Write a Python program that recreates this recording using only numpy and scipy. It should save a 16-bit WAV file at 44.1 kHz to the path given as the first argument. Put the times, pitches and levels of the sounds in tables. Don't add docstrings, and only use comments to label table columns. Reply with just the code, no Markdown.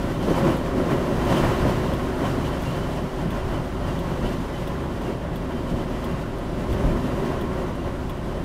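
import sys
import numpy as np
from scipy import signal
from scipy.fft import rfft, irfft, next_fast_len
from scipy.io import wavfile
from scipy.ndimage import uniform_filter1d, minimum_filter1d, map_coordinates

SR = 44100
rng = np.random.default_rng(int(sys.argv[2]) if len(sys.argv) > 2 else 0)


def ratio(d):
    e = np.asarray(d, float) / 20
    return 10 ** e


def master(y):
    cut = np.clip(np.atleast_2d(y).T, -1, 1)
    pcm = np.round(cut * 32767)
    wavfile.write(sys.argv[1], SR, pcm.astype(np.int16))


N = 372204

# (frequency [Hz], density [dB per Hz])
BUFFET_SPECTRUM = [(8, -26), (22, -5.5), (32, -4.5), (48, -8.5), (70, -3), (95, -9.5), (140, -20.5),
                   (300, -73)]
ROAR_SPECTRUM = [(110, -45), (200, -18), (270, -16), (320, -6), (400, -7), (600, -10.5), (800, -25.5),
                 (1200, -62), (3000, -90)]
RUSH_SPECTRUM = [(300, -39), (550, -13), (800, 0.5), (1100, -3.5), (1500, -8.5), (2000, -10), (2500, -19),
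                 (3500, -38), (7000, -70)]
HISS_SPECTRUM = [(1200, -38), (2000, -4), (2700, -1.5), (3500, -3), (5000, -8.5), (7000, -11.5),
                 (10000, -15), (13000, -17), (15700, -22)]
# (time [s], level [dB])
WIND_STRENGTH = [(0, -35), (.17, -35), (.37, -31.5), (.63, -36.5), (.8, -33), (1.13, -34.5), (1.38, -26.5),
                 (1.6, -30.5), (2.16, -36), (2.4, -34), (3.1, -37.5), (3.75, -39), (4.1, -36.5), (5.3, -40),
                 (6.45, -39), (6.85, -38), (7.3, -35), (7.8, -40.5)]
# (time [s], level [dB], length [s], brightness [dB])
PUFFS = [(0.186, -3, .06, -2), (0.236, 0.5, 0.035, 3), (0.502, 5, 0.095, 2.5), (0.805, 2, 0.056, -0.5),
         (0.92, 4, 0.037, 0), (1.324, 3.5, 0.051, 1), (1.446, 4, 0.037, -1.5), (1.697, 1.5, .05, 2.5),
         (2.27, 4.5, 0.14, 2), (2.47, -0.5, .05, 3.5), (2.8, 0.7, 0.53, 1.5), (2.982, 0.5, 0.054, 1.5),
         (3.117, -2, 0.1, -1), (3.358, 4.5, 0.1, 1), (3.535, 2.5, 0.1, 1.5), (3.878, 3, 0.13, 2),
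         (4.275, 2.5, 0.11, 2), (4.6, -0.5, 0.17, 2.5), (4.86, 0, 0.19, -0.5), (5.082, 1.5, 0.11, 1.5),
         (5.26, 0, 0.12, -3), (5.506, 3.5, 0.06, 0), (5.81, 1.5, 0.089, 2), (6.09, 2, 0.34, 1),
         (6.604, -0.5, 0.042, 1.5), (6.816, 3.5, 0.23, 1), (7.01, 0, .08, -0.5), (7.33, 1.5, 0.068, -1.5),
         (7.45, -1, 0.18, -2.5), (7.87, 2, .06, 0.5), (0.052, -1, .08, 1.5), (0.305, 2, 0.052, 1.5),
         (.38, 3.5, 0.056, 1), (.13, 0, .06, 1), (0.735, -0.5, .06, -1.5), (1.1, 0.5, .1, 0.5),
         (1.968, 0, 0.053, -0.5), (0.662, 1.5, .08, 1), (1.02, 0, .05, 1), (1.25, 0, .05, 0),
         (2.05, -0.5, 0.075, 1.5), (3.22, 1.5, .06, 0.5), (4.52, 2, .08, -2), (5.707, 1, 0.055, 3.5),
         (6.303, -1.5, 0.14, -1), (6.722, -1, .05, 3.5), (7.6, 2.5, 0.12, -1), (8.1, 1.5, .08, -0.5),
         (8.298, 1, .08, 0)]
# (time [s], level [dB], length [s])
THUMPS = [(.02, 1, .1), (.16, -3, .05), (.33, 2.5, .08), (.52, 0, .05), (.87, -3, .05), (1.08, -3, 0.073),
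          (1.2, 1, .1), (1.38, -11, .05), (1.45, 4, 0.11), (1.63, 5.5, 0.079), (1.93, 4, 0.062),
          (2.21, -1, .15), (2.72, -8, .05), (3.1, -13, 0.045), (3.15, 3, .04), (3.36, 3, 0.054),
          (3.48, 4.5, 0.11), (3.86, 4.5, .12), (4.25, 7.5, 0.054), (5.1, -5, 0.045), (5.74, 7, 0.051),
          (5.95, 2.5, .08), (6.3, -3, 0.092), (6.56, 2, 0.087), (6.72, 9.5, 0.086), (6.86, 13, .07),
          (6.94, 8.5, 0.079), (7.26, -6.5, 0.065), (7.62, 0, .08), (8.37, 2, 0.079), (.68, 1.5, .1),
          (2.45, 0, .1), (2.9, 1, .1), (4.55, -3, .1), (4.85, -1, .1), (5.4, 0, .1), (7.85, 2, .08),
          (8.1, 2, .1)]
# (time [s], level [dB], length [s])
SLAPS = [(.3, 8, 0.053), (.47, 7.5, 0.16), (.8, 5, 0.21), (.96, 3, 0.12), (1.08, 4, 0.14), (1.31, 3, .08),
         (1.59, -1.5, 0.05), (1.66, 3, 0.05), (1.83, 3.5, 0.041), (2.07, 3.5, 0.082), (2.21, 6, 0.073),
         (3.1, -2, 0.045), (3.26, 4.5, 0.025), (3.36, 1.5, .05), (3.86, 1.5, .1), (4.18, 4, 0.032),
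         (4.25, 4, 0.024), (5.1, 6.5, 0.076), (5.22, -3, 0.067), (5.57, 1.5, 0.24), (5.74, 3.5, 0.043),
         (5.81, 6.5, 0.043), (6.04, 3, 0.057), (6.56, 1, 0.18), (6.72, 5, 0.084), (6.88, 5, 0.22),
         (7.26, 3.5, 0.26), (7.62, 4, 0.093), (7.87, 5.5, .04), (.04, 1.5, 0.11), (.14, -1.5, .06),
         (.6, 1.5, 0.14), (1.95, 1.5, .1), (.7, -2, 0.065), (1.2, 1.5, 0.076), (1.44, 2, 0.091),
         (2.38, 2.5, .08), (2.53, 1.5, .08), (2.66, -7, 0.056), (2.95, 1, .12), (3.55, 2.5, 0.087),
         (3.72, -1.5, 0.21), (4.45, -1.5, 0.14), (4.65, 1.5, .08), (4.85, 2, 0.073), (5.42, 0.5, .06),
         (5.92, 3.5, 0.076), (6.32, -0.5, .08), (6.43, 0.5, .06), (7.05, -2, .08), (7.45, 0, .08),
         (7.75, 2, 0.11), (8.1, -1, .08), (8.35, 3, 0.1)]
# (frequency [Hz], width [Hz], boost or dip [dB])
CABIN_MODES = [(122, 24, 3.5), (162.4, 26, 4.5), (254.4, 24, 4), (300, 15, 0), (354.4, 32, 3.5),
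               (380, 28, 4.5), (454, 31, -4.5), (556, 50, 5), (695, 64, 5.5), (791, 30, -5.5),
               (845, 18, 2.5), (892, 20, -4.5), (954, 47, 3.5), (1068, 34, 5.5), (1311, 16.5, -6.5),
               (1336, 64, 5.5), (1525, 13, 5), (1930, 140, 1.5), (2115, 38, -3.5), (2310, 35, 1.5),
               (2766, 44, 4.5), (3070, 78, 4.5), (3300, 50, 0), (4750, 48, 4), (5290, 13, 7.5),
               (5700, 24, 3), (6120, 35, 3.5)]
# (time [s], peak level [dB], length [s], pitch [Hz])
CHIRPS = [(.21, -44, .03, 3050), (.36, -44, .08, 3050), (.5, -41, .05, 2750), (.93, -45, .04, 3050),
          (1.22, -44, .03, 3050), (1.37, -41, .1, 3050), (1.4, -41, .05, 2750), (1.55, -46, .12, 3050),
          (1.7, -43, .06, 3050), (1.9, -47, .08, 3050), (2.26, -41, .03, 3030), (2.46, -42, .04, 2990),
          (2.53, -44, .03, 3050), (2.68, -43, .07, 2760), (2.83, -45, .05, 3050), (2.98, -46, .04, 3030),
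          (3.4, -47, .04, 2800), (3.55, -45, .03, 3050), (3.85, -46, .04, 3030), (3.9, -47, .04, 2800),
          (4.27, -45, .06, 3050), (4.27, -46, .04, 2800), (4.56, -46, .05, 3020), (5.07, -47, .05, 2800),
          (5.57, -49, .06, 3050), (5.8, -48, .04, 3100)]
# (time [s], peak level [dB])
SEAL_CRACKS = [
    (1.008, -27),
    (1.653, -17),
    (1.696, -17),
    (2.24, -20),
    (3.606, -27),
]
# (frequency [Hz], density [dB per Hz])
PANEL_SPECTRUM = [(100, -56), (160, -8), (200, -3), (260, -0.5), (310, -8), (400, -29.5), (700, -61)]
# (time [s], level [dB], length [s])
PANEL_SWELLS = [(.05, 2.5, .1), (.29, 6, 0.088), (.47, 6, 0.22), (.65, 2, .1), (.8, 6.5, 0.11),
                (.92, 6.5, 0.096), (1.0, 1, 0.086), (1.12, 6.5, 0.097), (1.31, 4.5, .08), (1.44, 3, .08),
                (1.56, -2, 0.096), (1.68, 5.5, 0.064), (1.83, 2.5, .06), (2.05, 4, 0.058), (2.25, 6, 0.08),
                (2.39, 8.5, 0.05), (2.55, 0, .07), (2.7, -1.5, .1), (2.8, -6, 0.046), (2.95, 1, .08),
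                (3.11, -6, 0.053), (3.3, 2, 0.14), (3.5, -2.5, .1), (3.7, -1.5, .1), (3.88, 2, 0.13),
                (4.12, -3.5, .08), (4.25, 6.5, 0.047), (4.4, 4, 0.072), (4.6, -4, 0.25), (4.82, -0.5, .1),
                (5.08, 1, 0.073), (5.18, -4, 0.065), (5.33, -1, .07), (5.55, 4, 0.17), (5.76, 5, 0.2),
                (5.9, 2, 0.078), (6.05, 6.5, 0.055), (6.3, -2, 0.11), (6.56, 2.5, 0.068), (6.72, 3, 0.065),
                (6.88, 6, 0.22), (7.05, 5, 0.13), (7.26, 4, .12), (7.45, 2, 0.07), (7.58, -1.5, .08),
                (7.72, 1, .08), (7.9, 4.5, 0.089), (8.1, -2, .08), (8.25, 3, .07), (8.4, -1, 0.079)]
# (frequency [Hz], density [dB per Hz])
DRONE_SPECTRUM = [(45, -41), (85, -17), (120, 0.5), (170, 1), (210, -7.5), (280, -44), (500, -60)]
# (time [s], level [dB], length [s])
RIDGES = [(.14, 2, .06), (.26, -1, .06), (.47, 6, .1), (.8, -5, .05), (.87, -10, .04), (.92, 6, 0.064),
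          (1.06, -6, .04), (1.31, 4, 0.055), (1.48, 2, 0.064), (1.57, -12, 0.066), (1.66, 3, 0.17),
          (2.3, 2, 0.062), (2.56, -7.5, 0.026), (2.8, 4, .04), (3.06, 8, 0.047), (3.1, -10, 0.039),
          (3.26, 7, 0.084), (3.58, 5.5, 0.097), (3.95, 4, 0.13), (4.11, 5.5, .07), (4.47, -14, 0.055),
          (5.08, 4, 0.068), (5.33, 4.5, 0.066), (5.5, -6, .08), (5.74, 10, 0.043), (6.13, 9, 0.057),
          (6.72, -3, .06), (6.89, 7, 0.12), (7.06, 6, 0.054), (7.17, 2, 0.045), (.36, 2.5, .08),
          (.62, -1, .08), (1.2, 1, .08), (1.9, 2.5, .1), (2.1, -5, .08), (2.68, 4.5, 0.066),
          (3.75, -2.5, .08), (4.7, 3, 0.11), (5.92, -1, .08), (6.4, -4.5, .1), (7.4, -6.5, .1),
          (7.7, 1.5, .1), (7.95, -5, .08), (8.2, -4, .1)]
# (frequency [Hz], closing level [dB], opening level [dB], t60 [s])
RELAY_MODES = [(2900, -44, -41, .012), (3100, -49, -46, .008), (3370, -36, -44, .02),
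               (3520, -46, -43, .008), (6460, -55, -49, .017), (8700, -59, -48, .018),
               (9380, -52, -56, .022), (10200, -66, -62, .008), (11600, -53, -64, .008),
               (12750, -47, -63, .005), (13500, -51, -70, .005), (14800, -58, -72, .004)]
# (delay [s], level [dB])
CLICK_PATHS = [
    (0, 3),
    (.0047, -7),
    (.0072, -7),
    (.0092, -7),
    (0.013, -8),
]
# (frequency [Hz], density [dB per Hz])
SCATTER_SPECTRUM = [(1500, -30), (2700, -5), (3400, 0), (4500, -18), (9000, -15), (10800, -12), (12600, -6),
                    (15700, -14)]
# (frequency [Hz], density [dB per Hz])
AIR_SPECTRUM = [(1000, -13), (3000, 6.5), (6000, -8.5), (10000, -9.5), (13000, -22), (15700, -14)]
# (frequency [Hz], relative level [dB])
DROPOUT_LIMIT = [(4000, -40), (6000, -6.8), (8000, -4.8), (11000, -3.7), (13000, -2.5), (15000, -1.7),
                 (15400, -.6), (15750, .8)]

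CALM_DB = -37
# (level in calm wind [dB], gain per wind [dB per dB], chance swing [dB])
BUFFET_LAW, ROAR_LAW = (-31.5, 0.23, 0.77), (-32.5, 0.7, 0.51)
RUSH_LAW, HISS_LAW = (-36.5, 0.86, 0.36), (-47.5, 0.96, 0.21)
WHISTLE_LAW, PANEL_LAW, DRONE_LAW = (-65, 1.3, 1.5), (-33.5, 0.54, 1), (-33, 0.82, 0.94)
SEAL_HZ, SEAL_T60_S = 616, 0.014
FIRST_CLOSE_S, BLINK_S, LIT_S = .5677, .68430, .3418
TOP_HZ = 15720


def unit(x):
    return x / np.sqrt(np.mean(x ** 2) + 1e-20)


def along(points, hz):
    point_hz, value = np.transpose(points)
    return np.interp(np.log(hz + 1), np.log(point_hz + 1), value)


def wobble(rate_hz):
    steps = np.arange(0, N + 16, 16)
    knots = rng.standard_normal(int(N * 60 / SR) + 4)
    curve = map_coordinates(knots, [steps * min(rate_hz, 60) / SR])
    return np.interp(np.arange(N), steps, curve)


def filtered(x, response):
    size = next_fast_len(N + 8192)
    hz = np.fft.rfftfreq(size, 1 / SR)
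    return irfft(rfft(x, size) * response(hz), size)[:N]


def swells(rows):
    t = np.arange(0, N + 64, 64) / SR
    at_s, db, length_s = np.transpose(rows)[..., None]
    bells_db = db * np.exp(-(2 * (t - at_s) / length_s) ** 2)
    return np.interp(np.arange(N) / SR, t, np.sum(bells_db, axis=0))


def puff_swells():
    return swells([(s, db, length_s) for s, db, length_s, _ in PUFFS])


def level(law, events_db):
    calm_db, growth, swing_db = law
    wind_s, strength_db = np.transpose(WIND_STRENGTH)
    wind_db = np.interp(np.arange(N) / SR, wind_s, strength_db)
    return ratio(calm_db + growth * (wind_db - CALM_DB) + swing_db * wobble(16) + events_db)


def evened(x, span_s, share):
    size = round(span_s * SR)
    power = np.abs(uniform_filter1d(uniform_filter1d(x ** 2, size), size))
    return unit(x / (power + 1e-3) ** (np.clip(share, 0, 1) / 2))


def cabin(hz):
    coarse_hz = hz[::16]
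    gain_db = sum(db / (1 + ((coarse_hz - centre_hz) / width_hz) ** 2)
                  for centre_hz, width_hz, db in CABIN_MODES)
    return ratio(np.interp(hz, coarse_hz, gain_db))


def flow(spectrum, patchy_db):
    z = signal.stft(rng.standard_normal(N), nperseg=512)[2]
    patches = uniform_filter1d(uniform_filter1d(rng.standard_normal(z.shape), 6, 0), 10, 1)
    noise = signal.istft(z * ratio(patchy_db * unit(patches)), nperseg=512)[1][:N]
    return unit(filtered(noise, lambda hz: ratio(along(spectrum, hz)) * cabin(hz)))


def boom(centre_hz, drift_hz):
    pitch_hz = centre_hz + drift_hz * wobble(15)
    return np.sqrt(2) * np.sin(2 * np.pi * np.cumsum(pitch_hz) / SR)


def wind():
    thumps_db, slaps_db, puffs_db = swells(THUMPS), swells(SLAPS), puff_swells()
    brightness_db = swells([(s, bright_db, length_s) for s, _, length_s, bright_db in PUFFS])
    eddy, flutter = wobble(18), wobble(35)

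    buffet = flow(BUFFET_SPECTRUM, patchy_db=0.0) + ratio(-5) * boom(centre_hz=46.05, drift_hz=6.1)
    buffet = evened(buffet, span_s=0.025, share=1.0)
    roar = evened(flow(ROAR_SPECTRUM, patchy_db=0.2), span_s=0.13, share=0.96)
    roar = unit(ratio(0.15 * eddy + 0.27 * flutter) * roar)
    rush = unit(ratio(0.1 * wobble(21) + .5 * flutter) * flow(RUSH_SPECTRUM, patchy_db=0.42))
    hiss = unit(ratio(0.36 * eddy + 0.61 * flutter) * flow(HISS_SPECTRUM, patchy_db=0.44))

    low = level(BUFFET_LAW, thumps_db) * buffet + level(ROAR_LAW, slaps_db + 0.29 * puffs_db) * roar
    high = level(RUSH_LAW, puffs_db + 0.076 * slaps_db) * rush
    return low + high + level(HISS_LAW, 0.54 * puffs_db + brightness_db) * hiss


def whistle():
    pitch_hz = 3060 + 45 * wobble(5.5) + 35 * wobble(50)
    phase = 2 * np.pi * np.cumsum(pitch_hz) / SR
    noise = rng.standard_normal((2, N))
    breath = unit(uniform_filter1d(uniform_filter1d(noise, 150), 150))
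    tone = breath[0] * np.cos(phase) + breath[1] * np.sin(phase)
    return level(WHISTLE_LAW, 0.54 * puff_swells()) * tone


def chirps():
    out = np.zeros(N + SR)
    drift = 2 * np.pi * np.cumsum(60 * wobble(60)) / SR
    for s, db, length_s, hz in CHIRPS:
        at = np.arange(round((s - 1.5 * length_s) * SR), round((s + 1.5 * length_s) * SR))
        bell = np.exp(-(2 * (at / SR - s) / length_s) ** 2)
        out[at] += ratio(db) * bell * np.sin(2 * np.pi * hz * at / SR + drift[at])
    return out[:N]


def seal_cracks():
    out, t = np.zeros(N), np.arange(SR // 40) / SR
    for s, db in SEAL_CRACKS:
        crack = ratio(db - 60 * t / SEAL_T60_S) * np.sin(2 * np.pi * SEAL_HZ * t) * 2
        out[round(s * SR):][:len(t)] += crack
    return out


def panels():
    rumble = evened(flow(PANEL_SPECTRUM, patchy_db=1.0), span_s=0.059, share=0.96)
    return level(PANEL_LAW, swells(PANEL_SWELLS)) * rumble


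def tyres():
    drone = evened(flow(DRONE_SPECTRUM, patchy_db=1.0), span_s=0.047, share=1.0)
    return level(DRONE_LAW, swells(RIDGES)) * drone


def relay_click(closing, scatter, attack_s, tail_db, crack_db):
    t = np.arange(SR // 10) / SR
    click = (ratio(tail_db - 60 * t / .09) + ratio(crack_db - 60 * t / .03)) * (1 - np.exp(-t / .0008))
    click *= unit(scatter[closing * SR:][:len(t)])
    for delay_s, path_db in CLICK_PATHS:
        late_s = np.maximum(t - delay_s, 0)
        for hz, close_db, open_db, t60_s in RELAY_MODES:
            mode_db = (close_db if closing else open_db) + path_db
            ring = ratio(mode_db - 60 * late_s / t60_s) * np.sin(2 * np.pi * hz * late_s)
            click += ring * (1 - np.exp(-late_s / attack_s))
    return click


def relay():
    out = np.zeros(N + SR)
    scatter = flow(SCATTER_SPECTRUM, patchy_db=0)
    tick = relay_click(True, scatter, attack_s=.0007, tail_db=-46.5, crack_db=-49)
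    tock = relay_click(False, scatter, attack_s=.002, tail_db=-55, crack_db=-60)
    for click, start_s in ((tick, 0), (tock, LIT_S - BLINK_S)):
        for beat in range(13):
            at = round((FIRST_CLOSE_S + start_s + beat * BLINK_S) * SR)
            out[at:][:len(click)] += ratio(rng.normal(0, .3)) * click
    return out[:N]


def heater_air():
    return ratio(-55.5) * flow(AIR_SPECTRUM, patchy_db=-1.0)


def scene():
    window = wind() + whistle() + chirps() + seal_cracks()
    return (window + panels() + tyres() + relay() + heater_air())[None]


def treble_dropouts(x, uneven_db):
    hz, _, z = signal.stft(x, SR, nperseg=2048)
    patch = uniform_filter1d(np.abs(z) ** 2, 11, -2)
    around = uniform_filter1d(patch, 70, -2)
    around = around ** .76 * np.median(around, -1, keepdims=True) ** .24
    floor = minimum_filter1d(uniform_filter1d(around, 3, -1), 5, -1)
    around = np.minimum(around, 1.1 * uniform_filter1d(floor, 5, -1))
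    limit_db = along(DROPOUT_LIMIT, hz)[:, None] + uneven_db * rng.standard_normal(z.shape[-1])
    gain = np.where(patch < ratio(limit_db) ** 2 * around, .03, 1)
    return signal.istft(z * gain, SR, nperseg=2048)[1][..., :N]


def band_limit(x):
    return signal.sosfilt(signal.butter(12, 15690, fs=SR, output="sos"), x)


def record(dry):
    limited = filtered(dry[0], lambda hz: hz < TOP_HZ)[None]
    mix = treble_dropouts(limited, uneven_db=.9)
    return band_limit(mix)


dry = scene()
out = record(dry)
master(out)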